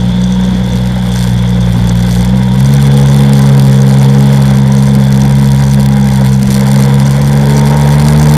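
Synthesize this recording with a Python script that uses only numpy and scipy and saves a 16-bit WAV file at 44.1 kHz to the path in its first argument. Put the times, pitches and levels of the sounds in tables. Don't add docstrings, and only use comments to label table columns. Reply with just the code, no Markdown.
import sys
import numpy as np
from scipy import signal
from scipy.io import wavfile
from scipy.ndimage import uniform_filter1d

SR = 44100
rng = np.random.default_rng(int(sys.argv[2]) if len(sys.argv) > 2 else 0)


def bounce(signal):
    frames = np.transpose(np.atleast_2d(signal))
    limited = np.clip(frames, -1, 1)
    pcm = np.round(limited * 32767).astype(np.int16)
    wavfile.write(sys.argv[1], SR, pcm)


def field_ratio(decibels):
    return 10 ** (np.asarray(decibels, dtype=float) / 20)


N = 369100


def in_time(rows):
    s, *columns = np.transpose(rows)
    return [np.interp(np.arange(N) / SR, s, column) for column in columns]


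def rms_one(x):
    return x / np.sqrt(np.mean(x ** 2) + 1e-20)


def drift(rate_hz):
    r = np.exp(-2 * np.pi * rate_hz / SR)
    noise = rng.standard_normal(N + SR)
    return rms_one(signal.lfilter([1], [1, -2 * r, r * r], noise)[SR:])


def resonate(x, modes):
    out = 0
    for k, (hz, width_hz, db) in enumerate(modes):
        r = np.exp(-np.pi * width_hz / SR)
        zeros = [(1 - r * r) / 2, 0, (r * r - 1) / 2]
        poles = [1, -2 * r * np.cos(2 * np.pi * hz / SR), r * r]
        out = out + (-1) ** k * field_ratio(db) * signal.lfilter(zeros, poles, x + 1e-18)
    return out


def lifted(hz, centre_hz, width_hz, db):
    return field_ratio(db) / np.sqrt(1 + (2 * (hz - centre_hz) / width_hz) ** 2)


def bumps(events, width_s):
    s = np.arange(N) / SR
    return sum(height * np.exp(-((s - at) / width_s) ** 2) for at, height in events)


def buffet(thud_db):
    # (frequency [Hz], width [Hz], level [dB])
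    wind_modes = [(59, 85, -3.5), (133, 84, 0.5), (203, 51, 2.5)]
    wind = rng.standard_normal(N)
    thud = (field_ratio(thud_db) - 1) * resonate(wind, wind_modes[:1])
    gusts = field_ratio(-22 + 2.2 * drift(7))
    return gusts * rms_one(resonate(wind, wind_modes) + thud)


def spray(spray_db):
    # (frequency [Hz], width [Hz], level [dB])
    cavity_modes = [(3432, 235, 18), (5340, 510, 4), (5650, 680, 1.5), (9000, 830, -15)]
    flicker = field_ratio(spray_db + 1.67 * drift(90.0))
    return flicker * rms_one(resonate(rng.standard_normal(N), cavity_modes))


def hardest(events, lift_db):
    s, db = np.transpose(events)
    touches = np.zeros(N)
    touches[(s * SR).astype(int)] = field_ratio(db + lift_db)
    return touches


def throws(turns, per_turn, share, db, scatter, late=.3, uneven_db=4.5):
    swings = np.flatnonzero(np.diff(np.floor(per_turn * turns - late)))
    timing, chance, strength = rng.random((4000, 3))[:len(swings)].T
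    shift = (scatter * (timing - .5) * SR / 65 / per_turn).astype(int)      # samples, at about 65 turns/s
    at = np.clip(swings + shift, 0, N - 1)
    hits = chance < np.broadcast_to(share, N)[at]
    touches = np.zeros(N)
    touches[at] = hits * field_ratio(db[at] - uneven_db * np.log(np.maximum(strength, .08)))
    return touches


def chatter(touches, modes, burst_s):
    out, flurry = 0, rng.standard_normal(N)
    for k, mode in enumerate(modes):
        r = np.exp(-(mode[0] / 5000) ** 0.15 / (burst_s * SR))
        micro_contacts = flurry * signal.lfilter([1], [1, -r], touches)
        out = out + (-1) ** k * resonate(4.85 * touches + 0.65 * micro_contacts, [mode])
    return out


def rattle(turns, shell_db, latch_db, slack):
    # (frequency [Hz], width [Hz], level [dB])
    shell_modes = [(1950, 230, 1), (4330, 1160, 0.5), (5940, 340, -1.5), (7190, 780, -3.5),
                   (9480, 620, 0.5), (11100, 1300, -5.5), (13700, 2600, -6.5), (15000, 770, -8)]
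    latch_modes = [(5990, 570, 6), (8400, 270, 2.5), (4760, 450, 0.5)]
    # (time [s], peak level [dB])
    hard_knocks = [(0.7571, -21), (1.1695, -22), (1.2088, -18), (1.2268, -16), (2.2085, -19), (2.6052, -15),
                   (2.7382, -12), (2.8258, -13.5), (3.1444, -14), (3.1732, -18), (3.3335, -12),
                   (3.3926, -12.5), (3.5966, -13.5), (4.3289, -11), (4.7213, -21), (4.9515, -15.5),
                   (5.1252, -13.5), (5.3106, -18), (5.7449, -16.5), (5.8304, -16), (5.8607, -13),
                   (5.8876, -15), (6.5273, -14), (6.8242, -12.5), (7.0002, -13.5), (7.6246, -40),
                   (7.8903, -17), (8.0846, -11), (8.1971, -35), (8.2717, -15.5)]
    hard_tinks = [(0.2166, -22.5), (0.2399, -21.5), (0.3239, -24.0), (0.4512, -25), (0.7221, -27.0),
                  (1.1239, -25), (1.1609, -22), (1.8946, -17), (2.1283, -27), (2.2205, -28), (2.6588, -22),
                  (3.0107, -28), (3.3417, -30), (3.4211, -22), (3.8189, -19), (4.1485, -21.5),
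                  (4.6179, -34), (4.7213, -20), (5.2173, -20), (5.5183, -24.0), (6.4307, -21),
                  (6.8364, -19), (7.552, -29), (7.5663, -19), (7.5798, -20), (7.595, -16), (7.9268, -20),
                  (8.1976, -13)]

    knocks = hardest(hard_knocks, lift_db=8.0)
    free = uniform_filter1d(np.sign(knocks), size=900) < 1e-6
    slams = throws(turns, 0.98, slack, shell_db + 23, scatter=.15, late=.6, uneven_db=1.5)
    knocks = knocks + free * slams
    rebound = uniform_filter1d(np.sign(knocks), size=450) > 1e-6

    fizz_db = shell_db - 8 * slack
    shut_db = 4 * np.cos(2 * np.pi * (turns - .95))
    light = throws(turns, 2, .6, shell_db + 16.0, scatter=.4)
    light = light + throws(turns, 5.5, 0.39, fizz_db + 6.5 - shut_db, scatter=.9)
    shell = knocks + light * ~rebound
    latch = throws(turns, 3.3, .45, latch_db + 16.0, scatter=0.94) + hardest(hard_tinks, lift_db=10.0)
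    sizzle_level = field_ratio(fizz_db - 7.5 - shut_db + 4.5 * drift(60.0))
    sizzle = sizzle_level * rms_one(resonate(rng.standard_normal(N), shell_modes))
    return chatter(shell, shell_modes, burst_s=0.002) + chatter(latch, latch_modes, burst_s=0.002) + sizzle


def roar(turns, roar_db):
    # (frequency [Hz], width [Hz], level [dB])
    hull_modes = [(229, 330, -10), (479.3, 69, 7.5), (591, 105, 1), (785, 60, 3.5), (962, 147, -1),
                  (1552, 216, -3), (2086, 290, -7)]
    puff = 1 + 0.81 * np.exp(-3.0 * (turns % 1)) + .4 * np.exp(-3.0 * (2 * turns % 1))
    pump = field_ratio(-8 + 1.8 * drift(1.5)) * np.cos(2 * np.pi * 4 * turns + 0.6 * drift(5.0))
    exhaust = field_ratio(1.7 * drift(44.0)) * rms_one(resonate(puff * rng.standard_normal(N), hull_modes))
    return field_ratio(roar_db - 2.5) * (exhaust + pump)


def crank_orders(crank_hz, turns, levels_db, roar_db, lean_db):
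    order_lags = [(1, .19, .27), (2, .17, .11), (3, .065, .1)]
    # (order [1], level [dB])
    upper_orders = [(5, -1.5), (6, -5), (7, 0), (8, 1), (9, 1.5), (11, 1.5), (12, 6.5), (13, 2), (14, -3),
                    (15, 2.5)]
    # (time [s], frequency [Hz], level re roar [dB])
    panel_curve = [(0, 510, -5), (2.3, 505, -12.5), (2.8, 481, -4.5), (4.4, 481, -6), (4.7, 480, -10),
                   (7.2, 480, -8), (7.5, 430, 1), (8.37, 450, 0)]
    panel_width_hz = 30
    seat_box = (950, 40, -8.5)      # Hz, width Hz, dB re roar
    twist_turns_per_db = .0035

    out, planing = 0, np.clip((crank_hz - 63) / 3, 0, 1)
    for (order, slow_lag, fast_lag), db in zip(order_lags, levels_db):
        twist = (order == 3) * twist_turns_per_db * lean_db
        lag = slow_lag + planing * (fast_lag - slow_lag + twist)
        level = np.sqrt(2) * field_ratio(db + 0.6 * drift(12.6))
        out = out + level * np.cos(2 * np.pi * order * (turns - lag) + 0.19 * drift(4.8))

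    panel_hz, panel_db = in_time(panel_curve)
    for order, db in upper_orders:
        hz = order * crank_hz
        gain = lifted(hz, panel_hz, panel_width_hz, panel_db) + lifted(hz, *seat_box)
        gain = gain + field_ratio(-14 + .8 * (crank_hz - 69) - 2.5 * (order - 3))
        level = gain * field_ratio(roar_db + db + 2.5 * drift(2.5))
        out = out + level * np.cos(2 * np.pi * order * turns + (1.5 - 0.8 * planing) * drift(5))
    return out


def scene():
    # (time [s], rate [Hz])
    revs_curve = [(0, 60.42), (.45, 62.06), (1.0, 61.66), (1.2, 60.78), (2.2, 59.37), (2.4, 64.6),
                  (2.5, 62.4), (2.7, 68.73), (3.1, 69.6), (3.5, 68.48), (3.68, 67.17), (4.35, 68.57),
                  (4.5, 67.48), (5.9, 68.18), (6.25, 66.18), (7.0, 68.15), (7.5, 71.3), (8.37, 74.6)]
    # (time [s], load [dB], rocking [dB], mount strain [dB])
    mount_curve = [(0, -13.5, 0, 0), (.4, -19.5, 1, 2), (.75, -13, 3, -4), (1.0, -16, 1, -3),
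                   (1.3, -11.5, 3, -0.5), (2.2, -11.5, 5, 0.5), (2.5, -11.5, -2, 2), (2.65, -6, 2, -2.5),
                   (3.4, -4.5, 2, 2), (3.65, -4.5, -0.5, 1), (5.0, -8, -0.5, 2.5), (5.65, -7, 3, -2),
                   (6.1, -10, 0, 1), (6.3, -6.5, 0, 2), (6.47, -13, -2, 2), (6.8, -6.5, -4.5, 2.5),
                   (7.25, -8.5, -1.5, -4), (8.37, -5.5, 7, 0.5)]
    # (time [s], exhaust and hull roar [dB], camera shaking [dB], mount slack [0-1])
    ride_curve = [(0, -26, -48.5, 0.16), (1.05, -25, -42.5, 0.13), (1.2, -23.5, -35.5, 0.81),
                  (1.4, -24.5, -46, 0), (2.12, -24, -35.5, 0.34), (2.49, -24.5, -40.5, 0.06),
                  (2.8, -20.5, -36, .7), (3.4, -19, -34, 0.5), (3.63, -21.5, -36.5, 0.5),
                  (4.36, -20, -36, 0.53), (4.66, -22, -37.5, 0.41), (5.75, -23, -37, 0.95),
                  (6.25, -21, -36.5, .5), (6.43, -28, -32, .1), (6.65, -18.5, -32, .5),
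                  (7.25, -21, -37.5, 0.34), (7.55, -18, -34.5, .4), (8.37, -18, -32, 0.61)]
    # (time [s], thud over the wind [dB])
    wakes = [
        (2.8, -2),
        (3.6, 3),
        (5.2, 3),
        (6.5, 8),
        (8.2, 4),
    ]
    # (time [s], drop in rattle [dB])
    lulls = [(.15, 7), (.94, 4), (1.55, 5), (2.33, 17), (2.41, 3), (2.5, 11), (2.91, 5), (4.64, 8),
             (4.71, 6), (5.875, 32), (6.38, 11), (6.45, 9), (7.09, -2), (8.32, -1)]

    crank_hz, = in_time(revs_curve)
    load_db, lean_db, strain_db = in_time(mount_curve)
    roar_db, shell_db, slack = in_time(ride_curve)
    s = np.arange(N) / SR
    first_db = -21.5 + lean_db + 0.5 * drift(4.3)
    third_db = -12 + strain_db + 0.9 * drift(3.7)
    spray_db = -31.5 - 1.1 * s + 0.79 * (roar_db - roar_db[0])
    latch_db = -43 + 0.56 * (shell_db - shell_db.mean()) - 1.9 * slack + 1.75 * drift(2.4)
    hush_db = bumps(lulls, width_s=0.023)
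    shell_db, latch_db = shell_db - hush_db, latch_db - hush_db
    turns = np.cumsum(crank_hz + .3 * drift(4.0)) / SR

    air_and_water = buffet(bumps(wakes, width_s=0.13)) + spray(spray_db)
    camera = rattle(turns, shell_db, latch_db, np.clip(slack, 0, 1))
    orders = crank_orders(crank_hz, turns, [first_db, load_db, third_db], roar_db, lean_db)
    return (air_and_water + camera + roar(turns, roar_db) + orders)[None]


def roll_off(x):
    return signal.sosfilt(signal.butter(12, 15730, fs=SR, output="sos"), x)


def record(dry):
    # (frequency [Hz], width [Hz], depth [0-1])
    port_dips = [(3850, 250, .4), (7890, 260, .8), (11880, 300, .65), (13700, 300, .35), (14400, 450, .6)]
    ceiling, knee = .97, 12
    x = field_ratio(0.7) * dry
    x = x / (1 + np.abs(x / ceiling) ** knee) ** (1 / knee)
    for hz, width_hz, depth in port_dips:
        x = x - depth * resonate(x, [(hz, width_hz, 0)])
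    x = signal.sosfilt(signal.cheby2(6, 30, 15950, fs=SR, output="sos"), x)
    return roll_off(x)


dry = scene()
out = record(dry)
bounce(out)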